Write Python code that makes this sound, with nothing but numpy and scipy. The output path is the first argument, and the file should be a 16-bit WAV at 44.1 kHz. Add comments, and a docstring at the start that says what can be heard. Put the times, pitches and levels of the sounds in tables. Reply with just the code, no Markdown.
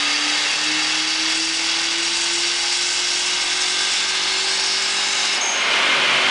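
"""In a workshop, a turbocharged four-cylinder car speeds up on rollers, from about 4400 to 6000 rpm.
The exhaust note climbs under a loud hiss of sucked-in air and the clatter of the valves, which both
ring in the open engine bay. Then the clutch is pressed and the throttle shuts: spare turbo air whistles
out of the blow-off valve, the engine slows, and gearbox and wheels hum on in a duller roar.
A cooling fan blows faintly behind it all."""
import sys
import numpy as np
from scipy import signal
from scipy.fft import rfft, irfft
from scipy.io import wavfile

SR = 44100
rng = np.random.default_rng(int(sys.argv[2]) if len(sys.argv) > 2 else 0)


def store_pcm(level_fs):
    """Save levels as 16-bit WAV."""
    pcm = np.round(np.clip(level_fs, -1, 1) * 32767).astype(np.int16)
    wavfile.write(sys.argv[1], SR, np.atleast_2d(pcm).T)


N = 277830
TIME = np.arange(N) / SR
FREQS = np.maximum(np.arange(N // 2 + 1) * SR / N, 1)
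CLUTCH_S, SHUT_S, SHUT_TAKES_S = 5.3, 5.35, .07  # the clutch is pressed, then the throttle shuts


def exhaust(cycles, cycle_hz, revs, load):
    """Four burns per engine cycle make a note and a boom; unequal cylinders add tones in between."""
    # exhaust tones: (multiple of the cycle rate, level at low, middle and high revs [dB])
    overtones = [(5, -71, -72, -58), (6, -66, -66, -66), (7, -55, -55.5, -47), (11, -55, -60, -57),
                 (12, -52.5, -63, -58), (13, -57, -64, -62), (14, -61, -66, -54), (15, -52, -62, -52),
                 (16, -54, -56, -52), (17, -61, -61, -52), (18, -65, -60, -48), (19, -58, -54, -57),
                 (20, -53, -56, -58), (21, -54, -54, -50), (22, -51, -53, -50), (24, -50, -51, -56),
                 (26, -51, -54, -49), (31, -51, -54, -49), (33, -51, -56, -51), (34, -51, -58, -51),
                 (45, -56, -56, -47), (48, -45, -52, -53)]
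    # pitches at which the exhaust pipe rings: (pitch [Hz], width [Hz], boost [dB])
    pipe = [(322, 26, 5), (455, 30, 3), (580, 50, 5), (725, 40, 7), (840, 60, 10), (1575, 60, 8),
            (2130, 80, 5)]
    # pitches the room strengthens or weakens (standing waves): (pitch [Hz], width [Hz], boost [dB])
    room = [(139, 8, 9), (148, 5, -9), (154.5, 4, 8), (176, 5, -9), (298.5, 6, 5), (304.7, 5, -13),
            (308.5, 7, 10.5), (323, 7, 7.5), (336, 4, 6), (344, 5, 4.5), (374.5, 4, -6), (384, 22, 5),
            (394, 6, -10)]
    firing_db = -58.2 - 4.2 * revs + 6.5 * (1 - load) + peaks_db(4 * cycle_hz, room)
    boom_db = -39.5 - 5.5 * revs + peaks_db(8 * cycle_hz, room)
    firing = from_db(firing_db) * np.sin(2 * np.pi * 4 * cycles)
    boom = from_db(boom_db) * np.sin(2 * np.pi * 8 * cycles) * load ** 2
    tones = 0
    for multiple, *levels_db in overtones:
        # each tone wavers in level and timing, and sings out where the pipe rings
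        level_db = -1.4 + with_revs(revs, *levels_db) + peaks_db(multiple * cycle_hz, pipe)
        gain = from_db(level_db + 2 * drift(5.4))
        phase = multiple * (cycles + 0.0041 * drift(14)) + rng.random()
        tones += gain * np.sin(2 * np.pi * phase)
    # no two burns are equally strong, and shutting the throttle weakens them all
    burn = (1 + 0.3 * drift(25)) * (0.44 + 0.56 * load)
    tones = workshop(tones * burn, echo_s=.6, echo_db=-9)
    roughness = 1 + 0.17 * drift(14)
    return np.sqrt(2) * ((firing + boom) * roughness + tones)


def intake(cycles, revs, colour, throb, flutter_db):
    """Air hisses through the turbo and is gulped by each of the four cylinders in turn."""
    stroke = 2 * np.pi * 4 * cycles
    gulps = 1 + throb * np.cos(stroke) + 0.14 * np.cos(2 * stroke) + 0.1 * np.cos(2 * np.pi * cycles)
    air = workshop(noise(), echo_s=0.31, echo_db=-8.5)
    return in_bay(air * gulps * from_db(flutter_db * drift(28)), colour, revs)


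def clatter(cycles, revs, points=1024):
    """Valves and pistons repeat one dense rattle every cycle, over rattle that is never the same."""
    # tone colour of the rattle: (pitch [Hz], level [dB])
    colour = [(100.0, -27.5), (200.0, -16), (400.0, -11.5), (650.0, -11.5), (850.0, -4), (1400.0, -4),
              (2200.0, -0.7), (3000.0, -3.5), (3800.0, 3.5), (6000.0, -27.5)]
    pattern = rng.standard_normal(points)
    repeating = unit_power(np.interp(cycles % 1, np.arange(points) / points, pattern))
    rattle = workshop(0.43 * repeating + noise(), echo_s=0.71, echo_db=-6.5)
    return in_bay(rattle * from_db(0.38 * drift(4.6)), colour, revs)


def turbo():
    """As pressure builds, the turbo's air ducts ring at one pitch after another until the throttle shuts."""
    # swells in the ducts: (peak time [s], half length [s], pitch [Hz], width [Hz], level [dB])
    ducts = [(3.003, 0.58, 7400, 67.0, -41), (3.008, 0.4, 5430, 118, -41.5),
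             (3.834, 0.067, 1572, 30.0, -30), (3.94, 0.77, 3481.0, 146.0, -30),
             (3.98, 0.095, 7300, 102.0, -34), (4.386, 0.058, 7300, 92.0, -35), (4.48, 0.56, 4320, 166, -30),
             (4.68, 0.39, 4670, 114, -31), (4.704, 0.25, 5510, 127, -29), (4.703, 0.34, 5070, 123, -30.6),
             (4.85, 0.08, 7600, 80.0, -37), (5.084, 0.25, 7300.0, 113.0, -34.8),
             (5.16, 0.15, 6667.0, 88.0, -37.5), (5.17, 0.16, 6200, 133.0, -33)]
    rush = 0
    for peak_s, half_s, hz, width_hz, db in ducts:
        swell = np.exp(-((TIME - peak_s) / half_s) ** 2)
        rush += from_db(db) * swell * narrow_noise(hz, width_hz)
    return (1 - ramp(SHUT_S, SHUT_TAKES_S)) * rush


def blow_off(open_s=5.4, rise_s=0.014, hold_s=0.099, whistle_hz=6505):
    """Trapped air escapes through a valve: a low chuff, a hissing spit and a whistle that outlasts them."""
    # tone colour of the escaping air: (pitch [Hz], level [dB])
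    colour = [(3000, -20), (7000, 2), (10000, -9)]
    opening = ramp(open_s, rise_s)
    fading_s = since(open_s + hold_s)
    wavering_hz = whistle_hz + 14 * drift(15)
    whistle_db = -29 - 78 * fading_s + 2 * drift(20)
    whistle = from_db(whistle_db) * np.sqrt(2) * np.sin(angle_of(wavering_hz))
    spit = from_db(-24.5) * opening * narrow_noise(whistle_hz - 80, width_hz=210)
    chuff = from_db(-30.5) * ramp(open_s - 0.026, rise_s) * narrow_noise(830, width_hz=125)
    hiss = from_db(-36) * opening * coloured(noise(), colour)
    return opening * whistle + from_db(-95 * fading_s) * (spit + chuff + hiss)


def coasting_roar():
    """A broad, even rush starts as the clutch is pressed, then swells."""
    # tone colour of the roar: (pitch [Hz], level [dB])
    colour = [(60, -49), (110, -26), (160, -19.5), (330, -10), (430, -10.5), (600, -4), (770, -7.5),
              (1190, -2.5), (1900, -3.5), (2200, -2), (3120, -2.5), (4300, -9.5), (6200, -17), (10000, -28)]
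    # pitches at which the roar rings: (pitch [Hz], width [Hz], boost [dB])
    peaks = [(1500, 68, 2.5), (2130, 47, 9.5), (2380, 90, 4.5), (2920, 210, 3.5), (3160, 170, 1)]
    level_db = -23.5 + 6.5 * ramp(CLUTCH_S + 0.2, 0.23)
    rush = coloured(workshop(noise(), echo_s=0.57, echo_db=-10), colour, peaks)
    return ramp(CLUTCH_S, 0.079) ** 2 * from_db(level_db) * rush


def driveline(shaft_hz):
    """Gearbox and wheels hum on the rollers, louder as they speed up and louder still once they coast."""
    # tones of the hum: (multiple of the shaft's turning rate, level [dB])
    tones = [(4, -14), (5, -6), (6, -6), (8, 1.5)]
    level_db = -78 + 27 * ramp(0, CLUTCH_S) + 12 * ramp(CLUTCH_S, 0.76)
    angle = angle_of(shaft_hz)
    hum = sum(from_db(db) * (1 + 0.15 * drift(9.3)) * np.sin(multiple * angle) for multiple, db in tones)
    return np.sqrt(2) * from_db(level_db) * hum


def cooling_fan():
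    """The draught from the fan makes a faint, low rumble."""
    # strength of the draught: (time [s], level [dB])
    levels = [(0, -73), (1.3, -55.5), (3.1, -55.5), (5.1, -57), (5.5, -69), (6.3, -53)]
    # tone colour of the draught: (pitch [Hz], level [dB])
    colour = [(15, 0), (45, -2.5), (70, -3.5), (120, -10.5), (300, -19.5), (1000, -36)]
    return from_db(in_time(levels)[0]) * coloured(noise(), colour)


def in_bay(sound, colour, revs):
    """The engine bay rings at fixed pitches, each more or less strongly as the engine speed changes."""
    # ringing of the bay: (pitch [Hz], width [Hz], boost at low, middle and high revs [dB])
    bay = [(835, 31.0, 2, -1, 0), (1230, 80, 6, 3, 4.5), (1563, 115, 5.5, 7, 7), (1820, 150, 5.5, 0.3, 1),
           (2154, 140, 6.6, 6, 5.5), (2691, 150, 9.5, 6.5, 4.5), (2910, 194.0, 3.9, 7.6, 7),
           (3327, 170.0, 6.4, 7, 1), (3650, 160, -5, -1.5, -1.5), (3780, 64.0, 2.5, -0.5, 4.5),
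           (3990, 73.0, 1.5, 1.5, 2), (4150, 132.0, -6, 1.8, -2), (4643, 164, 6.5, 6, -6.5),
           (4770, 330, 3.5, 5, 6), (5220, 200, 3.5, 5.5, 6), (5490, 195.0, 3, 4, 7), (5630, 170, -4, 7, -6),
           (7318.0, 171.0, 0.5, -3, -9), (7550, 82.0, -4, -1.5, -2)]
    peak_sets = [[(hz, width, boosts[k]) for hz, width, *boosts in bay] for k in range(3)]
    return with_revs(revs, *[coloured(sound, colour, peaks) for peaks in peak_sets])


def workshop(sound, echo_s, echo_db):
    """Hard walls add a dense echo that fades by 60 dB in echo_s seconds."""
    tail = noise() * from_db(-60 * TIME / echo_s) * (TIME > .004)
    tail *= from_db(echo_db) / np.sqrt(np.sum(tail ** 2))
    return (sound + signal.fftconvolve(sound, tail)[:N]) / np.sqrt(1 + from_db(echo_db) ** 2)


def speeds(start_hz=36.48, climb_hz_per_s=3.03, idle_hz=7, jump_s=.1, hang_s=.11, run_down_s=1.3):
    """Engine cycles (two turns each) and shaft turns per second: equal until the clutch is pressed."""
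    in_gear_s = np.minimum(TIME, CLUTCH_S)
    # the climb eases off as the drag of the rollers grows
    geared_hz = start_hz + climb_hz_per_s * in_gear_s - .114 * in_gear_s ** 2
    # the freed engine jumps in speed, then runs down towards idle
    freed_hz = geared_hz + 3 * ramp(CLUTCH_S, jump_s)
    cycle_hz = idle_hz + (freed_hz - idle_hz) * np.exp(-since(CLUTCH_S + jump_s + hang_s) / run_down_s)
    shaft_hz = geared_hz - 2.1 * since(CLUTCH_S)
    return cycle_hz, shaft_hz


def engine_load(drain_s=0.32):
    """How hard the engine works: 1 until the throttle shuts, then a drop and a fade as its air drains."""
    drained = 1 - np.exp(-since(SHUT_S + SHUT_TAKES_S) / drain_s)
    return from_db(-8.5 * ramp(SHUT_S, SHUT_TAKES_S) - 6 * drained)


def with_revs(revs, low, middle, high):
    """Blend three values or sounds as the engine goes from low to high speed."""
    low_share, high_share = np.maximum(1 - 2 * revs, 0), np.maximum(2 * revs - 1, 0)
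    return middle + (low - middle) * low_share + (high - middle) * high_share


def coloured(sound, colour, peaks=()):
    """Give a sound a broad tone colour with ringing peaks on top, at power 1."""
    hz, db = np.transpose(colour)
    grid = FREQS[::20]
    gain = from_db(np.interp(np.log(grid), np.log(hz), db) + peaks_db(grid, peaks))
    return unit_power(irfft(rfft(sound) * np.interp(FREQS, grid, gain), N))


def peaks_db(hz, peaks):
    """The boost that a set of peaks gives at one pitch."""
    return sum(boost / (1 + (2 * (hz - centre) / width) ** 2) for centre, width, boost in peaks)


def noise():
    """An even hiss (white noise)."""
    return rng.standard_normal(N)


def narrow_noise(hz, width_hz):
    """Swirling air ringing around one pitch."""
    angle = angle_of(hz)
    return drift(width_hz) * np.cos(angle) + drift(width_hz) * np.sin(angle)


def drift(rate_hz, step=40):
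    """A smooth random wobble of typical size 1; a higher rate wobbles faster."""
    memory = np.exp(-2 * np.pi * step * rate_hz / SR)
    kicks = rng.standard_normal(N // step + 2002)
    slow = signal.lfilter([1], [1, -2 * memory, memory ** 2], kicks)[2000:]
    return np.interp(np.arange(N) / step, np.arange(len(slow)), unit_power(slow))


def angle_of(hz):
    """The growing angle of something that turns hz times a second."""
    return 2 * np.pi * np.cumsum(hz * np.ones(N)) / SR


def from_db(db):
    """Turn decibels into a volume factor."""
    return 10 ** (np.asarray(db) / 20)


def unit_power(sound):
    """Scale to an average power of 1."""
    return sound / np.sqrt(np.mean(sound ** 2) + 1e-20)


def in_time(rows):
    """Join a table's timed points into one curve per level column."""
    times, *columns = np.transpose(rows)
    return [np.interp(TIME, times, column) for column in columns]


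def ramp(start_s, length_s):
    """Rise evenly from 0 to 1."""
    return np.clip((TIME - start_s) / length_s, 0, 1)


def since(start_s):
    """Seconds gone by after a moment, 0 before it."""
    return np.maximum(TIME - start_s, 0)


def scene():
    """Mix all the sounds: engine speed sets the engine's pitch, and the throttle its strength."""
    # loudness with the throttle open: (time [s], clatter [dB], intake hiss [dB], high hiss [dB])
    levels = [(0.0, -21, -23.9, -34.5), (0.4, -22.5, -23.5, -34), (0.55, -22, -23.5, -33),
              (0.8, -22.4, -23.5, -33.5), (1.1, -24, -23.2, -33.5), (1.29, -22.5, -23.2, -34),
              (1.37, -26, -23, -31), (1.8, -24, -24.5, -33), (2.3, -24, -24, -28.5),
              (2.6, -24.5, -23.5, -30), (3.05, -25, -23.5, -28.5), (3.4, -24.5, -23.7, -30.5),
              (3.63, -24, -25, -28), (3.78, -24, -23, -30.5), (4.25, -23.5, -25.5, -32),
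              (4.7, -23.8, -25.5, -31), (5.0, -23, -26.5, -30.5), (5.3, -22, -24, -33.5)]
    # tone colour of the intake hiss: (pitch [Hz], level [dB])
    hiss_colour = [(1500.0, -25), (2600.0, -4), (3300.0, -9), (4300.0, 0.4), (5500.0, -1.1), (6200.0, -1.5),
                   (8000.0, -17)]
    # tone colour of its highest part: (pitch [Hz], level [dB])
    high_colour = [(4500.0, -36), (6000.0, 4.5), (7000.0, 7.5), (8100.0, 6), (8700.0, -3), (9300.0, 2),
                   (10000.0, -12)]
    cycle_hz, shaft_hz = speeds()
    cycles = np.cumsum(cycle_hz * (1 + 0.001174 * drift(9.7))) / SR  # engine cycles so far
    revs = np.interp(cycle_hz, [37, 49], [0, 1])  # engine speed: 0 is low, 1 is high
    load = engine_load()
    clatter_db, hiss_db, high_db = in_time(levels)
    engine = from_db(clatter_db) * clatter(cycles, revs)
    engine += from_db(hiss_db) * intake(cycles, revs, hiss_colour, throb=0.1, flutter_db=0.93)
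    engine += from_db(high_db) * intake(cycles, revs, high_colour, throb=0.091, flutter_db=1.5)
    tailpipe = exhaust(cycles, cycle_hz, revs, load)
    fan = cooling_fan()
    mono = load * engine + tailpipe + turbo() + blow_off() + driveline(shaft_hz) + coasting_roar() + fan
    return np.array([mono, mono])


def record(dry):
    """Cut the treble steeply above 10150 Hz."""
    return signal.sosfilt(signal.ellip(12, .1, 90, 10150, fs=SR, output="sos"), dry)


dry = scene()
out = record(dry)
store_pcm(out)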